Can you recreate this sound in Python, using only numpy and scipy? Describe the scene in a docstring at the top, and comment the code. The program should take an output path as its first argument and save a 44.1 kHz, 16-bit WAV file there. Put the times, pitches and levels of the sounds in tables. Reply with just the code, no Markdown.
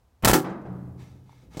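"""A circuit board shorts out close to the microphone. The heating contact fizzes and pushes out hot air,
then six arcs flash within a tenth of a second, each a pressure snap and a sizzle that sets the metal
chassis ringing. A large room answers with reverberation, booming standing waves, two dull echoes and a
rumble. As these fade, a hand rustles on the casing, taps a plastic part, shifts and pushes the housing,
and ends with four quick bumps."""
import sys
import numpy as np
from scipy import signal
from scipy.io import wavfile

SR = 44100
rng = np.random.default_rng(int(sys.argv[2]) if len(sys.argv) > 2 else 0)


def unload_audio(sound):
    """Save the sound as a 16-bit wav file, at the path given as the first command line argument."""
    columns = np.transpose(np.atleast_2d(sound))
    # keep every value between -1 and 1, then stretch to whole-number steps
    steps = np.round(np.clip(columns, -1, 1) * 32767)
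    wavfile.write(sys.argv[1], SR, steps.astype(np.int16))


N = 70560
TIME = np.arange(N) / SR
EDGES_HZ = 20 * 2 ** (np.arange(30) / 3)  # third octaves
CENTRES_HZ = np.sqrt(EDGES_HZ[1:] * EDGES_HZ[:-1])
ATTACK_S = 0.0003
ROOM_START_S, ROOM_RISE_S = 0.26, 0.09

# arc flashes: start_s, burn_s, sizzle_db, sizzle_t60_s, snap_db, chassis_db
FLASHES = [(.2472, 0.0099, -11.5, .045, -6.5, -32), (0.2736, 0.0046, -16, .07, -3.5, -33),
           (0.2818, .006, -15, 0.16, -13, -24.5), (0.2979, .001, -19, .04, -2.5, -26),
           (0.3147, 0.00075, -14, 0.01, -8.5, -34), (.3326, 0.0034, -14, .16, -2.5, -11.5)]


def from_db(db):
    """Amplitude grows tenfold for every 20 dB."""
    return 10 ** (np.asarray(db) / 20)


def per_band(table, column=1):
    """Interpolation in log frequency reads a table column at the band centres."""
    table = np.array(table)
    return np.interp(np.log(CENTRES_HZ), np.log(table[:, 0]), table[:, column])


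def noise_bands():
    """A filter bank divides white noise into third-octave bands, each of rms 1."""
    white = rng.standard_normal((2, N + 8000))  # extra samples let the filters settle
    bands = []
    for k in range(len(CENTRES_HZ)):
        bandpass = signal.butter(2, EDGES_HZ[k:k + 2], "band", fs=SR, output="sos")
        bands.append(signal.sosfilt(bandpass, white[k % 2])[-N:])
    return np.array(bands) / np.std(bands, axis=1, keepdims=True)


def band_gains(spectrum, loss_db_per_octave=0):
    """Band power is spectral density times bandwidth; the gains are scaled to a total power of 1."""
    density_db = per_band(spectrum) - loss_db_per_octave * np.log2(CENTRES_HZ)
    gain = from_db(density_db) * np.sqrt(CENTRES_HZ)
    return gain / np.linalg.norm(gain)


def noise(spectrum):
    """Weighted bands add in power to coloured noise with an rms near 1."""
    return band_gains(spectrum) @ noise_bands()


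def flicker(rate_hz, depth_db):
    """Random amplitude modulation: a wavering gain of rms 1."""
    lowpass = signal.butter(2, rate_hz, fs=SR, output="sos")
    drift = signal.sosfilt(lowpass, rng.standard_normal(N))
    gain = from_db(depth_db * drift / drift.std())
    return gain / np.sqrt(np.mean(gain ** 2))


def envelope(start_s, rise_s, hold_s, t60_s):
    """A linear rise and a hold lead to exponential decay, 60 dB in t60_s."""
    rise = np.clip((TIME - start_s) / rise_s, 0, 1)
    release_s = np.maximum(TIME - start_s - rise_s - hold_s, 0)
    return rise * np.exp(-np.log(1000) * release_s / t60_s)


def pulse(start_s, width_s):
    """A pressure pulse, high-passed so that a shallow rebound follows it."""
    age = np.maximum(TIME - start_s, 0) / width_s
    pressure = 1e-18 - age * np.exp(1 - np.minimum(age, 60))
    return signal.sosfilt(signal.butter(2, 70, "high", fs=SR, output="sos"), pressure)


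def ring(start_s, pitch_hz, t60_s, rise_s):
    """A damped mode: a sinusoid that builds up and decays exponentially."""
    age_s = np.maximum(TIME - start_s, 0)
    build_up = 1 - np.exp(-age_s / rise_s)
    return np.sin(2 * np.pi * pitch_hz * age_s) * build_up * np.exp(-np.log(1000) * age_s / t60_s)


def near_panels(direct):
    """Comb filtering: reflections off nearby panels give a hollow colour, here at unchanged rms."""
    # panel reflections: delay_s, level_db
    panels = [(.00066, -23), (.0023, -9), (.0047, -12.5), (.0083, -11.5)]
    mixed = direct + sum(from_db(db) * np.interp(TIME - delay_s, TIME, direct, left=0)
                         for delay_s, db in panels)
    return mixed * direct.std() / mixed.std()


def background():
    """A steady, low noise floor; faint white hiss enters with the reverberation and stays."""
    # noise floor spectrum: frequency_hz, density_db
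    spectrum = [(25, -17), (66, 4.5), (130, -11.5), (250, -19.5), (800, -20.5), (2000, -34), (5000, -38),
                (16000, -43.5)]
    floor = from_db(-61.5) * noise(spectrum)
    hiss = envelope(ROOM_START_S, ROOM_RISE_S, hold_s=N / SR, t60_s=1) * rng.standard_normal(N)
    return floor + from_db(-82) * hiss


def heating_contact():
    """Resistive heating makes the contact spit faintly and fizz."""
    # course of the fizz: time_s, level_db
    levels = [(.222, -100), (.225, -41.5), (.232, -42), (.239, -20.5), (.247, -35), (.26, -100)]
    # fizz spectrum: frequency_hz, density_db
    spectrum = [(60, -5), (300, -3), (900, -4), (1800, -19), (2600, -13), (3300, -26.5), (4200, -46),
                (16000, -53.5)]
    spit = from_db(-48.5) * envelope(0.224, ATTACK_S, hold_s=0, t60_s=0.2) * rng.standard_normal(N)
    fizz = from_db(np.interp(TIME, *np.transpose(levels))) * noise(spectrum)
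    return spit + fizz


def hot_air_puff():
    """Thermal expansion pushes air against the microphone as low-frequency noise."""
    # puff spectrum: frequency_hz, density_db
    spectrum = [(20, -18.5), (35, -5), (65, -2), (120, 1.5), (200, -10), (450, -24), (1500, -54)]
    return from_db(-21) * envelope(0.2274, rise_s=0.025, hold_s=0.07, t60_s=0.12) * noise(spectrum)


def arc_flashes():
    """Sudden heating launches a pressure snap from each arc; their incoherent sizzles add in power."""
    # sizzle spectrum: frequency_hz, density_db
    spectrum = [(60, -18), (200, -13), (520, -8), (850, -0.5), (1100, -8.5), (1500, -7.5), (3000, -14.5),
                (5000, -15.5), (7500, -14.5), (12000, -18), (16000, -17.5)]
    snaps = burn_power = 0
    for start_s, burn_s, sizzle_db, t60_s, snap_db, _ in FLASHES:
        snaps += from_db(snap_db) * pulse(start_s, width_s=0.0003)
        burn_power += (from_db(sizzle_db) * envelope(start_s, ATTACK_S, burn_s, t60_s)) ** 2
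    sputter = flicker(rate_hz=450, depth_db=2.5)
    return snaps + np.sqrt(burn_power) * sputter * near_panels(noise(spectrum))


def chassis_ring():
    """Free vibration: every flash excites the same natural modes of the metal chassis."""
    # chassis modes: pitch_hz, relative_db, t60_s
    modes = [(163.2, -2, 0.18), (250.7, -3.5, .22), (307, 1.5, .28), (346, -2.5, .26), (383.2, -3.5, .25),
             (442, -6.5, 0.15), (522, -8.5, 0.23), (758, -7, 0.24), (865.7, -6.5, 0.16), (1270, -9.5, 0.16),
             (1365, -4.5, 0.16), (1484, -15.5, .14), (1645, -12.5, .14), (2187, -19, 0.13)]
    return sum(from_db(chassis_db + mode_db) * ring(start_s, pitch_hz, t60_s, rise_s=0.015)
               for start_s, *_, chassis_db in FLASHES for pitch_hz, mode_db, t60_s in modes)


def reverberation():
    """The room's diffuse field decays by absorption, faster in the treble than in the bass."""
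    # reverberant spectrum: frequency_hz, density_db, t60_s
    tail = [(30.06, -33.5, 2.1), (79.3, -16.5, 1.8), (168, -4.5, 2.4), (337, -1.5, 1.29), (620, -9, 1.1),
            (1210, -11.5, 1.1), (2000, -26, 0.33), (3500, -48, .6), (7000, -48, .45), (16330, -59, 0.31)]
    decays = np.array([envelope(ROOM_START_S, ROOM_RISE_S, 0, t60_s)
                       for t60_s in per_band(tail, column=2)])
    return from_db(-31.5) * band_gains(tail) @ (decays * noise_bands())


def standing_waves():
    """Resonance between the walls: low room modes build up and boom."""
    # room modes: start_s, pitch_hz, level_db, t60_s, rise_s
    modes = [(0.301, 134.7, -26.5, 0.74, .03), (0.438, 184.8, -25.5, 0.54, 0.048),
             (.44, 330, -29, 0.62, 0.023), (.5, 206.7, -35.5, 0.71, 0.024),
             (0.639, 126.9, -31.5, 2.06, 0.079), (.67, 183.2, -32, 1.2, 0.022),
             (0.661, 286.1, -46, 2.0, .04)]
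    return sum(from_db(db) * ring(start_s, pitch_hz, t60_s, rise_s)
               for start_s, pitch_hz, db, t60_s, rise_s in modes)


def wall_echoes():
    """Reflection off the far wall returns two echoes, smeared into noise whose treble dies first."""
    # echo arrivals: start_s, level_db, loss_db_per_octave, t60_s
    arrivals = [(0.443, -33, 0.5, 0.63), (0.651, -45.5, 4.5, 1.52)]
    # echo spectrum: frequency_hz, density_db
    spectrum = [(80, -11.5), (300, 3), (700, 2.5), (1300, -2.5), (1900, -9.5), (2500, -16), (5000, -25.5),
                (10000, -47), (16000, -58)]
    # how long each band lingers: frequency_hz, t60_ratio
    linger = [(300, 1.1), (1500, 1.01), (1950, 0.83), (2500, 0.53), (8000, 0.53)]
    bands, echoes = noise_bands(), 0
    for start_s, db, loss, t60_s in arrivals:
        decays = np.array([envelope(start_s, rise_s=0.0015, hold_s=0.011, t60_s=t60_s * ratio)
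                           for ratio in per_band(linger)])
        echoes += from_db(db) * band_gains(spectrum, loss) @ (decays * bands)
    return echoes


def cooling_contact():
    """The cooling contact gives off a brief wisp of high-frequency noise."""
    # wisp spectrum: frequency_hz, density_db
    spectrum = [(3000, -25), (5000, -3), (6500, 3), (8500, -8), (13000, -14), (16000, -23)]
    return from_db(-66) * envelope(0.49, rise_s=0.007, hold_s=0.0068, t60_s=0.12) * noise(spectrum)


def hand_rustles():
    """Friction of the hand makes grainy noise, which the casing's resonances colour."""
    # hand strokes: start_s, rise_s, hold_s, t60_s, level_db, loss_db_per_octave
    strokes = [(.612, 0.0036, .003, 0.061, -70.5, 1), (0.653, 0.0026, .005, 0.15, -73, 1),
               (0.971, 0.036, 0.016, 0.68, -58.5, 1), (1.243, 0.072, 0.12, 0.24, -67.5, 1),
               (1.501, 0.041, 0.029, .2, -55, 1.5)]
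    # friction spectrum: frequency_hz, density_db
    spectrum = [(200, -9), (900, 2), (1600, -6.5), (2400, -10), (3800, -7), (6000, -8), (10000, -15),
                (16000, -20)]
    # casing resonances: pitch_hz, bandwidth_hz, gain_db
    resonances = [(2220, 400, 7), (3630, 250, -0.5), (5760, 540, -9)]
    bands = noise_bands()
    friction = sum(from_db(db) * envelope(*timing) * (band_gains(spectrum, loss) @ bands)
                   for *timing, db, loss in strokes)
    friction *= flicker(rate_hz=155, depth_db=1)
    casing = sum(from_db(db) * signal.lfilter(*signal.iirpeak(hz, hz / width_hz, fs=SR), friction)
                 for hz, width_hz, db in resonances)
    return near_panels(friction + casing)


def room_rumble():
    """Low-frequency reverberation rolls back with the second echo."""
    # rumble spectrum: frequency_hz, density_db
    spectrum = [(25, -27), (50, -5), (85, 6), (150, 1), (250, -15), (400, -11.5), (800, -51.5)]
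    return from_db(-43.5) * envelope(0.643, rise_s=0.088, hold_s=0.16, t60_s=1.93) * noise(spectrum)


def plastic_taps():
    """Light impacts excite the heavily damped modes of a plastic part."""
    # taps: start_s, level_db
    taps = [(1.294, -50.5), (1.329, -55.5)]
    # modes of the part: pitch_hz, relative_db, t60_s
    modes = [(850, -2.5, 0.063), (917, 3, 0.045), (1010, -14, .08), (3630, -9, 0.019)]
    return sum(from_db(tap_db + mode_db) * ring(start_s, pitch_hz, t60_s, ATTACK_S)
               for start_s, tap_db in taps for pitch_hz, mode_db, t60_s in modes)


def housing_shift():
    """Sliding friction gives a dull rub as the housing shifts; a soft push excites one low mode."""
    # rub spectrum: frequency_hz, density_db
    spectrum = [(40, -18), (130, 8), (330, -4.5), (700, -18), (1400, -45)]
    rub = from_db(-51.5) * envelope(1.425, rise_s=0.0076, hold_s=0.038, t60_s=0.93) * noise(spectrum)
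    push = from_db(-33.5) * ring(1.47, pitch_hz=60.4, t60_s=0.21, rise_s=0.033)
    return rub + push


def bumps():
    """Each impact near the microphone radiates a thudding pulse and a scuff of friction noise."""
    # impacts: start_s, thud_db, scuff_db
    impacts = [(1.549, -32.5, -51), (1.5704, -19.5, -33), (1.577, -22.5, -50), (1.595, -30, -25)]
    # scuff spectrum: frequency_hz, density_db
    spectrum = [(30, -20), (100, -17), (300, 9.5), (800, 2.5), (1600, -19.5), (4500, -14), (8500, -13.5),
                (10500, -35), (16000, -22)]
    friction = near_panels(noise(spectrum))
    thuds = scuffs = 0
    for start_s, thud_db, scuff_db in impacts:
        thuds += from_db(thud_db) * pulse(start_s, width_s=0.00052)
        scuffs += from_db(scuff_db) * envelope(start_s, ATTACK_S, hold_s=0, t60_s=0.097) * friction
    return thuds + scuffs


def scene():
    """Superposition: the shorting board, the room and the hand add to the background in one channel."""
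    floor = background()
    board = heating_contact() + arc_flashes() + hot_air_puff() + chassis_ring() + cooling_contact()
    room = reverberation() + standing_waves() + wall_echoes() + room_rumble()
    hand = hand_rustles() + plastic_taps() + bumps() + housing_shift()
    return (floor + board + room + hand)[None]


def record(dry):
    """Soft saturation rounds the loudest peaks, and a steep low-pass filter cuts the highest treble."""
    ceiling, cutoff_hz = 0.94, 15900
    rounded = ceiling * np.tanh(dry / ceiling)
    return signal.sosfilt(signal.ellip(10, 0.2, 80, cutoff_hz, fs=SR, output="sos"), rounded)


dry = scene()
out = record(dry)
unload_audio(out)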